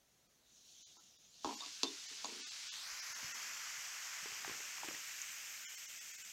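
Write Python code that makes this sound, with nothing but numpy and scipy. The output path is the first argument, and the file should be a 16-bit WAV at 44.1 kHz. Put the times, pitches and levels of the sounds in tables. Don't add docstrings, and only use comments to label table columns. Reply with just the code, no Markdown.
import sys
import numpy as np
from scipy import signal
from scipy.fft import rfft, irfft
from scipy.io import wavfile
from scipy.ndimage import uniform_filter1d

SR = 44100
rng = np.random.default_rng(int(sys.argv[2]) if len(sys.argv) > 2 else 0)


def store_wav(level_fs):
    pcm = np.round(np.clip(np.atleast_2d(level_fs), -1, 1) * 32767)
    wavfile.write(sys.argv[1], SR, pcm.T.astype(np.int16))


def linear_from_db(decibels):
    return 10 ** (np.asarray(decibels, float) / 20)


N = 278712
T = np.arange(N) / SR

# pitch_hz, level_db (per Hz)
ROOM_COLOUR = [(15, -44), (25, -10), (59, -6), (211, -4.5), (333, -8.5), (414, -9.5), (587, -10.5),
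               (709, -8.5), (812, -14.5), (1980, -14), (15800, -21.5)]
ROOM_DB = -75
# pitch_hz, t60_s
ROOM_DECAY = [(150, 0.26), (500, 0.29), (1500, 0.21), (3500, 0.092), (8000, 0.077)]

# start_s, peak_db, pitch_hz
KNOCKS = [(1.448, -57, 60), (2.918, -67, 60.3), (3.229, -52, 246), (3.243, -51, 146), (3.781, -64, 140),
          (4.229, -54, 188), (4.258, -43, 397), (4.447, -35, 794), (4.457, -54, 150), (4.462, -52, 600),
          (4.51, -53.5, 135), (4.32, -58, 132), (1.459, -52.5, 125), (3.101, -63, 131), (4.478, -41, 387),
          (4.496, -40, 374), (4.513, -46, 500), (4.547, -49, 425), (4.604, -52, 440), (4.782, -46, 1140),
          (4.833, -36, 880), (4.845, -46, 326), (4.885, -35.5, 338), (4.91, -46, 515), (4.947, -55, 288)]
# start_s, length_s, level_db
RUBS = [
    (1.414, 0.13, -63),
    (2.15, 0.29, -68.5),
    (2.993, 0.73, -72.5),
    (4.202, 0.61, -68.5),
    (4.75, 0.29, -63),
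]
SHELL_HZ, SHELL_T60_S, SHELL_DAMPING = 350, 0.033, .65
CLICK_DB, SOFT_DB_PER_OCTAVE, LOUDEST_CLICK_DB = -5.5, 14, -45.5

# start_s, peak_db, pitch_hz
RINGING_BURSTS = [
    (4.319, -38.5, 2380),
    (4.496, -42.5, 1060),
    (4.496, -44, 1600),
    (4.8852, -38, 2560),
    (4.947, -42, 1920),
    (5.217, -27, 6730),
    (5.2206, -33, 6350),
    (5.223, -39, 6430),
    (5.3, -48, 2270),
]

# start_s, peak_db, steel_db, drum_db (drum against knock)
BOUNCES = [
    (.968, -51.5, -4, -9),
    (1.446, -21, -11.5, -7.5),
    (1.661, -45.5, 10.5, -6.5),
    (1.8326, -23, 6, -4.5),
    (2.112, -58.5, -6, 6.5),
    (2.2451, -27, -3, -13.5),
]
HEEL_S, HEEL_DB, HEEL_STEEL_DB, HEEL_DRUM_DB = .011, -10, -17, 7
# start_s, gap_s, peak_db, steel_db, drum_db
ROCKING = [
    (1.473, .018, -29, -20, -5.5),
    (1.606, 0.015, -40, 1, -20),
    (2.285, .037, -49.5, -13, 10),
]
ROCK_LOSS_DB = 2
# pitch_hz, width_hz, level_db, t60_s
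TABLE_MODES = [(230, 30, -10, .15), (285, 40, -2, .2), (340, 60, -2, .14), (405, 50, -3, .16),
               (560, 120, -14, .06), (740, 100, -3, .045), (890, 100, 1.5, .045), (1010, 100, 1.5, .05),
               (1180, 140, -6, .04), (1800, 500, -15, .015)]
# pitch_hz, width_hz, level_db, t60_s
STEEL_MODES = [(2830, 110, -8, 0.047), (3600, 150, 1, 0.025), (4030, 73, 1.5, 0.02), (4560, 140, 1, 0.025),
               (4780, 220, 2.5, 0.0071), (6770, 510, 2, 0.025), (11000, 520, -14.5, 0.018)]
# start_s, length_s, pitch_hz, level_db
SINGING = [
    (1.6, .02, 3650, -43),
    (1.852, .046, 3600, -41),
    (1.51, .075, 11700, -66),
    (1.55, .025, 7000, -53),
    (1.455, .03, 6900, -52),
    (2.255, .008, 6700, -35),
    (1.615, .035, 1130, -47),
    (.97, .04, 1330, -66),
    (1.0, .1, 2800, -74),
]

# start_s, level_db
FIZZ_LEVEL = [(0.0, -79.5), (0.4, -78), (0.54, -68), (0.72, -61), (0.86, -62.5), (1.14, -66.5),
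              (1.3, -67.5), (1.42, -60.5), (1.46, -51), (1.62, -52), (2.22, -50.5), (3.13, -48.5),
              (4.98, -49.5), (5.98, -53), (6.32, -53.5)]
# start_s, stage (0 in the glass, 1 at the rim, 2 spilling)
FOAM_HEIGHT = [
    (0, 0.022),
    (1.3, 0.043),
    (1.5, 0.84),
    (2.62, 0.97),
    (2.9, 1.96),
    (3.0, 1.95),
    (4.2, 2.2),
    (4.8, 1.75),
    (5.5, 1.88),
    (6.32, 1.27),
]
# start_s, pitch_hz (lower resonance)
GLASS_AIR = [
    (0, 3900),
    (.7, 3950),
    (.9, 3450),
    (.97, 3930),
    (1.1, 3860),
    (1.25, 3600),
    (1.4, 4440),
]
CAVITY_DB, CAVITY_DB_PER_KHZ = -4, 12
# pitch_hz, level_db (per Hz)
GLASS_COLOUR = [(880, -46), (1500, -29), (1810, -32), (2060, -28), (2220, -19), (3640, -3), (4660, -11),
                (6070, -4.5), (6840, -6), (8000, -23), (15800, -32)]
# pitch_hz, level_db (per Hz)
RIM_COLOUR = [(290, -57), (500, -26.5), (829, -17.5), (1240, -11.5), (1460, -8), (2830, -4), (5660, -1.5),
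              (7130, -5), (9120, -17), (15800, -28)]
# pitch_hz, level_db (per Hz)
SPILL_COLOUR = [(150, -48), (400, -30), (800, -15.5), (1300, -6.5), (2200, -1.5), (4000, -1.5),
                (6500, -3.5), (7500, -7), (9000, -13), (11000, -17.5), (13500, -13.5), (15800, -20.5)]
BRIGHT_DB, DEEP_DB, RUMBLE_DB = -2, 1, 1
FOCUS, FOCUS_FROM_DB = 0.4, -58.5
AGEING_S, FINER_DB_PER_S, THINNER_DB_PER_S, DRIER_DB_PER_S = 4.25, 4, -4.5, 5.5
DRY_DELAY_MS, WET_DELAY_MS, DRY_ECHO, WET_ECHO = .45, .18, .07, .52
CREEP_FROM_S, CREEP_PER_S = 4.1, 0.037

STARVED_FRAMES = [.282, .837, .858, .986, 1.178, 1.562, 2.074, 2.416, 2.437, 2.458, 2.501, 2.693, 2.714,
                  3.013, 3.141, 3.333, 5.658, 5.68, 5.765, 5.871, 6.0, 6.128, 6.17, 6.234]
FRAME_S, GRID_S = 1024 / 48000, .0046
STEP_DB, STEP_DB_PER_S, LEAD_DB = 13.3, .3, 1.2
WIDE_FRAMES = [.243, .452, .661, 1.102, 1.706, 2.008, 2.17, 3.262, 3.378, 3.749, 4.353, 4.794, 4.91, 5.328,
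               5.514, 5.793, 6.28]
WIDE_DB = -5


def unit(x):
    return x / np.sqrt(np.mean(x ** 2) + 1e-20)


def along(points, hz):
    f, v = np.transpose(points)
    return np.interp(np.log(hz + 1), np.log(f + 1), v)


def curves(rows, t):
    s, *cols = np.transpose(rows)
    return [np.interp(t, s, c) for c in cols]


def add(track, s, sound):
    part = track[round(s * SR):][:len(sound)]
    part += sound[:len(part)]


def ring(modes, scatter_db, attack):
    hz, db, t60 = np.transpose(modes)[:, :, None]
    t = T[:round(t60.max() * SR)]
    level = linear_from_db(db + scatter_db * rng.standard_normal(db.shape) - 60 * t / t60)
    tones = level * np.sin(2 * np.pi * hz * t)
    return tones.sum(axis=0) * (1 - np.exp(-t / attack)) / np.sqrt(len(modes))


def thud(body, scatter_db, attack):
    crowd = [(hz + width * rng.normal(0, .5), db, t60) for hz, width, db, t60 in body for _ in range(4)]
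    return ring(crowd, scatter_db, attack)


def snap(low_hz, high_hz, t60):
    band = signal.butter(3, [low_hz, high_hz], "band", fs=SR, output="sos")
    t = T[:SR // 20]
    return signal.sosfilt(band, linear_from_db(-60 * t / t60) * rng.standard_normal(len(t)))


def room_tone():
    hz = np.fft.rfftfreq(N, 1 / SR)
    spectrum = rfft(rng.standard_normal(N)) * linear_from_db(along(ROOM_COLOUR, hz))
    return linear_from_db(ROOM_DB) * unit(irfft(spectrum, N))


def walls(x):
    hz, t, z = signal.stft(rng.standard_normal(SR // 2), SR, nperseg=256)
    decay = linear_from_db(-60 * t / along(ROOM_DECAY, hz)[:, None])
    tail = signal.istft(z * decay, SR, nperseg=256)[1]
    return signal.fftconvolve(np.pad(x, (200, 0)), tail / np.linalg.norm(tail))[:N]


def grip():
    out = np.zeros(N)
    band = signal.butter(2, [160, 950], "band", fs=SR, output="sos")
    skin = unit(signal.sosfilt(band, rng.standard_normal(N)))
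    for s, length, db in RUBS:
        t = T[:round(length * SR)]
        add(out, s, linear_from_db(db) * np.sin(np.pi * t / length) ** 2 * skin[round(s * SR):][:len(t)])
    for s, db, hz in KNOCKS:
        t60 = SHELL_T60_S * (SHELL_HZ / hz) ** SHELL_DAMPING
        shell = [(hz, 0.13 * hz, 0, t60), (2.26 * hz, 0.78 * hz, -6, .5 * t60)]
        small = signal.butter(2, 0.34 * hz, "high", fs=SR, output="sos")
        knock = signal.sosfilt(small, thud(shell, scatter_db=-2.5, attack=0.00048))
        add(out, s, linear_from_db(db - 4.5) * knock)
        click_db = CLICK_DB + SOFT_DB_PER_OCTAVE * min(np.log2(hz / SHELL_HZ), 0)
        click_db = min(db + click_db, LOUDEST_CLICK_DB)
        add(out, s, linear_from_db(click_db + 14.5) * snap(low_hz=690, high_hz=3050, t60=0.019))
    return out


def spoon():
    out = np.zeros(N)
    heels = [(s + HEEL_S, db + HEEL_DB, steel + HEEL_STEEL_DB, drum + HEEL_DRUM_DB)
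             for s, db, steel, drum in BOUNCES]
    rocks = [(s + k * gap, db - k * ROCK_LOSS_DB, steel, drum)
             for s, gap, db, steel, drum in ROCKING for k in range(4)]
    for s, db, steel_db, drum_db in BOUNCES + heels + rocks:
        wood = [(hz, width, level + drum_db * (hz < 500), t60) for hz, width, level, t60 in TABLE_MODES]
        add(out, s, linear_from_db(db - 6) * thud(wood, scatter_db=-2.5, attack=0.0009))
        add(out, s, linear_from_db(db + steel_db - 5.5) * thud(STEEL_MODES, scatter_db=1.5, attack=0.00028))
        add(out, s, linear_from_db(db + steel_db - 4) * snap(low_hz=2800, high_hz=7000, t60=.007))
    for s, length, hz, db in SINGING:
        t = T[:round(length * SR)]
        swell = np.sin(np.pi * t / length) ** 0.94
        flutter = 1 + 0.81 * np.sin(2 * np.pi * 130 * t)
        add(out, s, linear_from_db(db - 4.5) * swell * flutter * np.sin(2 * np.pi * hz * t))
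    return out


def pops():
    out = np.zeros(N)
    for s, db, hz in RINGING_BURSTS:
        burst = ring([(hz, 3, 40 / hz), (hz * .45, -9, 12 / hz)], scatter_db=1, attack=.0001)
        add(out, s, linear_from_db(db) * burst)
    return out


def bubbles(per_s, cycles, spread_db):
    draw = rng.random((30000, 3))
    start = np.cumsum(-np.log(1 - draw[:, 0])) * SR / per_s
    draw, start = draw[start < N], start[start < N].astype(int)
    hz = 700 + 14500 * draw[:, 1:2]
    k = np.arange(96)
    turns = hz * k / SR
    size = linear_from_db(-spread_db * np.log(1.003 - draw[:, 2:])) * np.sqrt(hz)
    grains = size * np.exp(-turns / cycles) * np.sin(2 * np.pi * turns)
    return unit(np.bincount((start[:, None] + k).ravel(), grains.ravel(), N + 96)[:N])


def foam_colour(hz, t, level_db, stage, wet):
    age = np.maximum(t - AGEING_S, 0)
    creep = 1 + wet * CREEP_PER_S * (t - CREEP_FROM_S)
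    slid_hz = hz / creep ** np.clip(hz / 3000 - 2, 0, 1)
    rim, spill = along(RIM_COLOUR, slid_hz), along(SPILL_COLOUR, slid_hz)

    cavity_hz, = curves(GLASS_AIR, t)
    cavity_db = CAVITY_DB + CAVITY_DB_PER_KHZ * np.abs(3900 - cavity_hz) / 1000
    lower = np.clip((5600 - hz) / 1000, 0, 1)
    glass = along(GLASS_COLOUR, hz * (3700 / cavity_hz) ** lower) + cavity_db * lower
    colour_db = glass + np.clip(stage, 0, 1) * (rim - glass) + np.clip(stage - 1, 0, 1) * (spill - rim)

    focus_db = -FOCUS * (level_db - FOCUS_FROM_DB).clip(-4) * np.clip(1 - stage, 0, 1)
    bright_db = BRIGHT_DB + focus_db
    deep_db = DEEP_DB + THINNER_DB_PER_S * age + focus_db
    rumble_db = RUMBLE_DB + DRIER_DB_PER_S * age
    colour_db = colour_db + bright_db * np.clip(np.log2(hz / 7000 + 1e-9), 0, 1)
    colour_db = colour_db + deep_db * np.clip(np.log2(2200 / (hz + 1)), 0, 1)
    colour_db = colour_db + FINER_DB_PER_S * age * np.clip(np.log2(slid_hz / 9000 + 1e-9) / 0.32, 0, 1)
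    return colour_db + rumble_db * np.clip(np.log2(900 / (hz + 1)), 0, 1)


def table_echo(hz, t, wet):
    creep = 1 + wet * CREEP_PER_S * (t - CREEP_FROM_S)
    delay_ms = (DRY_DELAY_MS + wet * (WET_DELAY_MS - DRY_DELAY_MS)) / creep
    echo = np.clip(DRY_ECHO + wet * (WET_ECHO - DRY_ECHO), 0, .95)
    softened = echo / (1 + (hz * delay_ms / 2300) ** 8)
    return 1 + softened * np.exp(1j * (1.26 - 2 * np.pi * hz * delay_ms / 1000))


def fizz():
    crowd = rng.standard_normal(N) + linear_from_db(-7) * bubbles(per_s=3000, cycles=1.5, spread_db=2)
    hz, t, z = signal.stft(crowd, SR, nperseg=512)
    z = z / uniform_filter1d(np.sqrt(np.mean(np.abs(z) ** 2, axis=1)), size=9)[:, None]
    hz = hz[:, None]
    (level_db,), (stage,) = curves(FIZZ_LEVEL, t), curves(FOAM_HEIGHT, t)
    wet = np.maximum.accumulate(np.clip(stage - 1, 0, 1))
    gain = linear_from_db(foam_colour(hz, t, level_db, stage, wet)) * table_echo(hz, t, wet)

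    patches = uniform_filter1d(rng.standard_normal(z.shape), size=7, axis=0)
    patches = uniform_filter1d(patches, size=10, axis=1)
    patchy_db = 0.77 + 1.6 * np.clip(1 - stage, 0, 1)
    band = (hz[:, 0] > 2500) & (hz[:, 0] < 7500)
    strength = np.sqrt(np.sum(np.abs(gain[band]) ** 2, axis=0))
    gain = gain * linear_from_db(level_db + patchy_db * unit(patches)) / strength
    return linear_from_db(-1.3) * signal.istft(z * gain, SR, nperseg=512)[1][:N]


def scene():
    taps = signal.sosfilt(signal.butter(6, 225, "high", fs=SR, output="sos"), spoon())
    hand = grip()
    reverb = linear_from_db(-9.5) * walls(taps + linear_from_db(-3) * hand)
    mono = room_tone() + reverb + hand + taps + pops() + fizz()
    return np.array([mono, mono])


def lapped(window):
    m = len(window) // 2
    n, k = np.arange(2 * m), np.arange(m)[:, None]
    return np.sqrt(2 / m) * window * np.cos(np.pi / m * (n + .5 + m / 2) * (k + .5))


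def starve(x, follow, ceiling_hz):
    m = round(FRAME_S * SR)
    basis = lapped(np.sin(np.pi * (np.arange(2 * m) + .5) / (2 * m)))
    line_hz = np.arange(m) * SR / (2 * m)
    out = x.copy()
    for s in STARVED_FRAMES:
        start = (round((s - GRID_S) / FRAME_S) - 1) * m + round(GRID_S * SR)
        lines = basis @ x[start:start + 2 * m]
        ahead = sum(s < later < s + 2.5 * FRAME_S for later in STARVED_FRAMES)
        near = np.sqrt(np.abs(uniform_filter1d(lines ** 2, size=40)) + 1e-20)
        overall = np.sqrt(np.mean(lines ** 2))
        step_db = STEP_DB + STEP_DB_PER_S * s - LEAD_DB * ahead ** 2
        step = linear_from_db(step_db) * near ** follow * overall ** (1 - follow)
        kept = np.where(line_hz < ceiling_hz, np.round(lines / step) * step, lines)
        out[start:start + 2 * m] += (kept - lines) @ basis
    return out


def wide_noise(x):
    out, hz = np.zeros(N + 2048), (np.arange(1024) + .5) * SR / 2048
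    basis = lapped(signal.windows.kaiser_bessel_derived(2048, 4 * np.pi))
    padded = np.pad(x, (0, 2048))
    for s in WIDE_FRAMES:
        start = round((s * SR - 524) / 1024 - 1) * 1024 + 524
        lines = basis @ padded[start:start + 2048]
        low_hz = 4200 * 3.2 ** rng.random() ** 1.3
        band = (hz > low_hz) & (hz < low_hz + 1200)
        noise = rng.standard_normal(len(hz)) * band * np.sqrt(np.mean(lines[band] ** 2))
        add(out, start / SR, linear_from_db(WIDE_DB) * noise @ basis)
    return out[:N]


def low_pass(x):
    return signal.sosfilt(signal.butter(12, 15940, fs=SR, output="sos"), x)


def record(dry):
    passed = np.fft.rfftfreq(N, 1 / SR) < 15900
    mono = starve(irfft(rfft(dry[0]) * passed, N), follow=.45, ceiling_hz=15100)
    side = wide_noise(mono)
    return low_pass(np.array([mono + side, mono - side]))


dry = scene()
out = record(dry)
store_wav(out)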